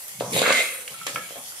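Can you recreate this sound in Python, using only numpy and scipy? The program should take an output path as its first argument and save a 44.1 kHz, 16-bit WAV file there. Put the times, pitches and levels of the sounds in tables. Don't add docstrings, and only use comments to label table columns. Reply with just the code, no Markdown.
import sys
import numpy as np
from scipy import signal
from scipy.fft import rfft, irfft
from scipy.io import wavfile
from scipy.ndimage import uniform_filter1d

SR = 44100
rng = np.random.default_rng(int(sys.argv[2]) if len(sys.argv) > 2 else 0)


def to_linear_factor(level_db):
    exponent = np.asarray(level_db, float) / 20
    return 10 ** exponent


def unload_audio(sound):
    columns = np.transpose(np.atleast_2d(sound))
    steps = np.round(np.clip(columns, -1, 1) * 32767)
    wavfile.write(sys.argv[1], SR, steps.astype(np.int16))


N = 70560

# pitch_hz, level_db [per Hz]
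AIR_COLOUR = [(20, -27), (60, -1), (140, -7.5), (330, -7), (550, 0.5), (1300, 0.5), (2300, -7), (3500, -23),
              (6000, -43)]
# start_s, sizzle_db, large_bubbles_db
PAN_HEAT = [(0, -41.5, -0.5), (0.119, -41, -0.5), (0.198, -46, 4), (0.301, -44.5, 8.5), (0.353, -32.5, -3),
            (.5, -38.5, -24), (0.528, -36.5, 10.5), (.66, -36.5, 0), (.78, -41, -10), (.86, -43, -1),
            (.95, -44.5, -1), (1.05, -45.5, 0.5), (1.1, -43, 9.5), (1.3, -46.5, 1.5), (1.399, -46, 2.5),
            (1.472, -42, 6), (1.53, -43, 1), (1.6, -44.5, 10)]
# pitch_hz, level_db [per Hz]
SIZZLE_COLOUR = [(880, -42.5), (1500, -13.5), (1940, -2), (2290, -5), (3500, -4.5), (3790, -9.5),
                 (4350, -5), (11400, 3), (15800, -14)]
# start_s, level_db
PAN_ROCKING = [(0, -76), (.16, -47), (.21, -31), (.3, -34), (.35, -25), (.5, -51), (.68, -91), (.87, -67),
               (.91, -50), (1.04, -50.5), (1.09, -53), (1.17, -38.5), (1.32, -58), (1.6, -63)]
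# pitch_hz, level_db, t60_s
BOWL_MODES = [(165, -5, 0.03), (246, -11.5, 0.12), (357, -5.5, 0.072), (450, -2, 0.032), (520, 4, 0.056),
              (568, -0.5, 0.051), (607.4, 1, 0.035), (681, -5, 0.073), (838, -5, 0.047), (940, -11, 0.025),
              (1072, -1.5, 0.053)]
# pitch_hz, level_db, t60_s
WALL_MODES = [(1170, 0, .02), (1290, 0, 0.025), (1340, -5, 0.05), (1420, 1, 0.02), (1540, 0, .02),
              (1670, 2, 0.025), (1810, 0, .025)]
# pitch_hz, level_db, t60_s
BLADE_MODES = [(2038, 5, 0.035), (2057, -7, 0.069), (2240, -1.5, 0.044), (2150, 7, 0.028), (2243, 7, 0.046),
               (2434, 14, 0.013), (2760, 5, 0.022), (3276, 12.5, 0.015), (3570, -32, 0.029),
               (3960, -19, 0.014), (4090, 0, 0.018), (5040, -21, .06)]
# pitch_hz, level_db [per Hz]
RASP_COLOUR = [(1470, 3), (2500, -1.5), (2850, -1.5), (4010, 1.5), (5790, -15.5), (6740, -0.5), (9290, -11),
               (12800, -51), (15500, -46)]
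# start_s, edge_pressure_db, bowl_load_db, place [0 bowl floor to 1 wall]
LONG_STROKE = [
    (.2, -46, -87, 0.061),
    (.215, -47.5, -45.5, 0.029),
    (.31, -74, -38, 0.015),
    (.335, -36, -35, 0.014),
    (.41, -31.5, -31, 0.037),
    (.46, -35, -31.5, 0.69),
    (.53, -33.5, -36.5, 0.64),
    (.6, -31, -39, 0.32),
    (.65, -45, -50.5, 0.89),
    (.86, -58, -58.5, 0.14),
]
# start_s, edge_pressure_db, bowl_load_db, place [0 bowl floor to 1 wall]
LIGHT_TOSS = [
    (.9, -54, -50.5, 0.06),
    (1.0, -56.5, -85, 0.65),
    (1.06, -58, -88, 0.6),
    (1.07, -42, -42.5, 0.65),
    (1.13, -56, -55, 0.1),
    (1.18, -62, -48, 0.8),
    (1.29, -58, -88, 0.6),
    (1.37, -54.5, -42.5, 0.13),
    (1.46, -99, -93, 0),
]
# start_s, length_s, pitch_hz,
# end_pitch_hz, width_hz
SINGING_RUBS = [(.322, .03, 2250, 2250, 120), (.5, .13, 2120, 2080, 120), (.63, .2, 2620, 2600, 200),
                (.64, .2, 2200, 2000, 250), (.6, .12, 520, 520, 90), (.72, .22, 520, 510, 60),
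                (.98, .08, 1335, 1335, 50), (.98, .06, 2200, 2200, 50), (1.015, .045, 3300, 3200, 120),
                (1.165, .05, 1335, 1335, 60), (1.18, .08, 1670, 1670, 80), (1.17, .07, 2230, 2260, 90),
                (1.352, .06, 620, 900, 110), (1.38, .04, 1050, 1100, 80), (.21, .12, 1000, 900, 500),
                (.55, .12, 1300, 1300, 500), (.14, .07, 2150, 2150, 100), (.7, .2, 9200, 9600, 1500),
                (1.3, .09, 3150, 3300, 250)]
SINGING_LEVELS = [-29.5, -25.5, -40, -41, -43.5, -49.5, -48, -50, -46, -37, -43, -42, -41.5, -49.5, -35,
                  -45, -49, -37.5, -45]
# start_s, peak_db, pitch_hz, t60_s
TICKS = [(.322, -26, 300, .03), (.34, -24, 430, .04), (.364, -21, 3820, .03), (.375, -23, 3800, .04),
         (.391, -19, 3760, .025), (.4171, -16, 3950, .015), (.44, -23, 500, .04), (.45, -20, 2260, .03),
         (.474, -17, 1490, .02), (.496, -17, 2280, .02), (.504, -15, 2590, .03), (.536, -18, 2100, .03),
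         (.548, -14, 2100, .06), (.573, -16, 2090, .08), (.58, -15, 2075, .07), (.591, -18, 520, .03),
         (.603, -17, 2080, .05), (.604, -20, 650, .03), (.8775, -28, 2250, .012), (.878, -26, 2800, .012),
         (.895, -33, 3000, .03), (.943, -35, 1340, .07), (1.014, -30, 1340, .06), (1.014, -36, 2200, .04),
         (1.159, -19, 1340, .03), (1.159, -20, 1650, .025), (1.159, -22, 2200, .03),
         (1.159, -26, 3200, .015), (1.236, -36, 2250, .06), (1.237, -39, 1335, .07), (1.26, -35, 2280, .04),
         (1.323, -38, 550, .04), (1.364, -34, 600, .04), (1.288, -36, 3000, .012), (1.52, -35, 1400, .02)]
# start_s, peak_db, colour_hz, hardness_db
BLOWS = [(0.207, -12, 648, -22), (0.363, -12.5, 493, -15), (0.392, -20, 500, -8), (0.416, -9, 516, -16),
         (0.476, -12, 520, -12.5), (0.493, -13.5, 560, -33), (0.504, -11.5, 530, -23),
         (0.523, -9.5, 2500, -7.5), (0.877, -22.5, 2880, -7.5), (1.065, -28.5, 554, 10),
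         (1.145, -33, 546, 2.5), (1.158, -14, 1470, -27), (1.168, -26.5, 537, -16),
         (1.289, -32.5, 2540, -8), (1.306, -30.5, 530, -29), (1.356, -31, 660, -25)]

GRIT_PER_S, GRIT_SPREAD_DB = 5000, 3.35
EAR_LAG_S, LEAN_DB = 0.0002177, -0.5
SCATTER_HZ = 1250


def evened(x):
    return x / np.sqrt(np.mean(x ** 2) + 1e-20)


def band(x, lo_hz, hi_hz, order=2):
    return signal.sosfilt(signal.butter(order, [lo_hz, hi_hz], "band", fs=SR, output="sos"), x)


def coloured(x, points):
    f, db = np.transpose(points)
    log_hz = np.log(np.fft.rfftfreq(x.shape[-1], 1 / SR) + 1)
    outside = np.maximum(np.log(f[0]) - log_hz, 0) + np.maximum(log_hz - np.log(f[-1]), 0)
    gain_db = np.interp(log_hz, np.log(f), db) - 20 * outside
    return irfft(rfft(x) * to_linear_factor(gain_db), x.shape[-1])


def drift(per_s):
    size = max(int(SR / per_s), 2)
    return evened(uniform_filter1d(uniform_filter1d(rng.standard_normal(N), size), size))


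def clicks(per_s, spread_db, shape):
    size = to_linear_factor(spread_db * np.minimum(rng.exponential(1, shape), 5))
    size = size * rng.choice([-1., 1.], shape)
    return evened(size * (rng.random(shape) < per_s / SR))


def placed(x):
    hz = np.fft.rfftfreq(len(x), 1 / SR)
    late = irfft(rfft(x) * np.exp(-2j * np.pi * hz * EAR_LAG_S), len(x))
    return np.array([late * to_linear_factor(LEAN_DB / 2), x * to_linear_factor(-LEAN_DB / 2)])


def spread_out(x, apart=1):
    return placed(x[0]) + apart * x[1:]


def air():
    murmur = coloured(spread_out(rng.standard_normal((3, N)), apart=0.25), AIR_COLOUR)
    return to_linear_factor(-53 + 0.5 * drift(8.1)) * evened(murmur)


def kitchen(x):
    t60_s, level_db, wide_hz, dull_hz = 0.3, -9.5, 920, 7400
    t = np.arange(int(.4 * SR)) / SR
    taps = clicks(2000, 0, (3, len(t))) * to_linear_factor(-60 * t / t60_s) * (t > .004)
    taps = band(taps[:2] - taps[2], wide_hz, 16000) + taps[2]
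    taps = band(taps, 160, dull_hz, order=1)
    return signal.fftconvolve(x[None], to_linear_factor(level_db) * taps / np.linalg.norm(taps[0]), axes=1)[:, :N]


def rocking():
    s, db = np.transpose(PAN_ROCKING)
    low = evened(band(rng.standard_normal(N), 111, 206, order=3))
    return placed(low * to_linear_factor(np.interp(np.arange(N) / SR, s, db) - 8 + drift(31)))


def sizzle():
    pops_per_s, pop_spread_db, pop_share = 1800, 5, 0.37
    level_db, flicker_db, patch_db, large_hz = 4, 1, 2.2, 7140
    s, db, large_db = np.transpose(PAN_HEAT)
    level = to_linear_factor(np.interp(np.arange(N) / SR, s, db) + level_db + flicker_db * drift(39.0))
    pops = evened(spread_out(clicks(pops_per_s, pop_spread_db, (3, N))))
    hiss = rng.standard_normal((2, N))
    fizz = coloured(pop_share * pops + (1 - pop_share) * hiss, SIZZLE_COLOUR)
    hz, t, z = signal.stft(fizz, SR, nperseg=256, noverlap=192)
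    hz = hz[:, None]
    patch = uniform_filter1d(rng.standard_normal(z.shape[1:]), size=3, axis=0)
    patch = evened(uniform_filter1d(patch, size=50, axis=1))
    large = np.interp(t, s, large_db) / (1 + (hz / large_hz) ** 6) * (hz > 3000)
    z = z * to_linear_factor(patch_db * patch + large)
    return level * signal.istft(z, SR, nperseg=256, noverlap=192)[1][:, :N] / fizz.std()


def ring(modes, weight=None, size=9000):
    hz, db, t60 = np.transpose(modes)[:, :, None]
    t = np.arange(size) / SR
    w = rng.choice([-1., 1.], hz.shape) if weight is None else weight(hz)
    turn_rad = rng.uniform(-1.43, 1, hz.shape) * 2.18 * hz ** 4 / (hz ** 4 + SCATTER_HZ ** 4)
    fade = w * to_linear_factor(db - 60 * t / t60) * np.minimum(t / 0.00075, 1)
    left, right = ((fade * np.sin(2 * np.pi * hz * t + k * turn_rad)).sum(0) for k in (1, -1))
    return np.array([placed(left)[0], placed(right)[1]])


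def scrape(curve):
    wall_db, blade_db, blade_rise_db, rasp_db = 7, -3.5, 15, 7
    judder_db, judder_per_s = 1.3, 170
    s, edge_db, load_db, place = np.transpose(curve)
    t = np.arange(N) / SR
    edge, load = (to_linear_factor(np.interp(t, s, v, -120, -120) + judder_db * drift(judder_per_s))
                  for v in (edge_db, load_db))
    place = np.clip(np.interp(t, s, place), 0, 1)
    parts = [(BOWL_MODES, load),
             (WALL_MODES, load * place * to_linear_factor(wall_db)),
             (BLADE_MODES, edge * to_linear_factor(blade_db + blade_rise_db * place))]
    grit = spread_out(clicks(GRIT_PER_S, GRIT_SPREAD_DB, (3, N)))
    rasp = evened(band(coloured(grit, RASP_COLOUR), 2110, 18400, order=4))
    out = edge * to_linear_factor(rasp_db) * rasp
    for modes, force in parts:
        body = ring(modes)
        body = body / np.linalg.norm(body[0])
        push = force * clicks(GRIT_PER_S, GRIT_SPREAD_DB, N)
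        out = out + signal.oaconvolve(push[None], body, axes=1)[:, :N]
    return out


def rubs():
    rise_s, side = 0.0017, 0.52
    out, t = np.zeros((2, N)), np.arange(N) / SR
    for (s, length, hz, end_hz, width), db in zip(SINGING_RUBS, SINGING_LEVELS):
        at = slice(round(s * SR), round((s + length) * SR) + 2000)
        done = np.clip((t[at] - s) / length, 0, 1)
        force = np.clip((t[at] - s) / rise_s, 0, 1) * (1 - done) ** .5
        turn = np.exp(2j * np.pi * np.cumsum(hz + (end_hz - hz) * done) / SR)
        r = np.exp(-np.pi * width / SR)
        grit = clicks(GRIT_PER_S, GRIT_SPREAD_DB, (3, len(done)))
        sung = force * (grit[0] + side * grit[1:]) / turn
        for _ in range(2):
            sung = signal.lfilter([1 - r], [1, -r], sung)
        out[:, at] += to_linear_factor(db) * (turn * sung).real * np.sqrt(SR / width)
    return out


def pings():
    rise_s, turn_rad = .001, 1.5
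    out, t = np.zeros((2, N + 4000)), np.arange(4000) / SR
    for (s, db, hz, t60), turn in zip(TICKS, rng.uniform(-1.2, 1, len(TICKS))):
        fade = to_linear_factor(db - 60 * t / t60) * np.minimum(t / rise_s, 1)
        left_rad = turn * turn_rad if hz > SCATTER_HZ else -2 * np.pi * hz * EAR_LAG_S
        lead = np.array([[left_rad], [0]])
        out[:, round(s * SR):][:, :len(t)] += fade * np.sin(2 * np.pi * hz * t + lead)
    return out[:, :N]


def knocks():
    octaves, widen_per_db, thud_db = 0.47, -0.23, -32
    blow_s, blow_db, settle_cycles = 0.0072, 18, 1.1
    crack_s, crack_db, level_db = 0.0037, 4.5, 0.5
    out, t = np.zeros((2, N + 9000)), np.arange(9000) / SR
    for s, db, hz, hard_db in BLOWS:
        reach = octaves * np.clip(2.5 + widen_per_db * (db + 16.5), .3, 2)

        def weight(f):
            return np.exp(-.5 * (np.log2(f / hz) / reach) ** 2) + to_linear_factor(thud_db) * (f < 400)

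        body = ring(BOWL_MODES + WALL_MODES + BLADE_MODES, weight)
        onset = np.minimum(t * hz / settle_cycles + t / 0.0016, 1) ** 2
        body = body * (1 + to_linear_factor(blow_db) * np.exp(-t / blow_s)) * onset
        body = band(body, 47, min(5 * hz, 12000))
        crack = band(spread_out(rng.standard_normal((3, len(t)))), 950, 10100)
        crack = crack * np.exp(-t / crack_s) * np.minimum(t / 0.0026, 1)
        at = round((s + .0008) * SR)
        hit = body / abs(body).max() + to_linear_factor(hard_db + crack_db) * crack
        out[:, at:at + len(t)] += to_linear_factor(db + level_db) * hit
    return out[:, :N]


def scene():
    steel = knocks() + scrape(LONG_STROKE) + scrape(LIGHT_TOSS) + rubs() + pings()
    steel = band(steel, 126, 12500)
    return steel + kitchen(steel[1]) + sizzle() + air() + rocking()


def band_limit(x):
    return signal.sosfilt(signal.butter(12, 16550, fs=SR, output="sos"), x)


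def record(dry):
    cut = signal.sosfilt(signal.butter(2, 62, "high", fs=SR, output="sos"), dry)
    low_pass = signal.firwin(801, 15720, window=("kaiser", 9), fs=SR)
    mix = signal.oaconvolve(cut, low_pass[None], "same")
    return band_limit(mix)


dry = scene()
out = record(dry)
unload_audio(out)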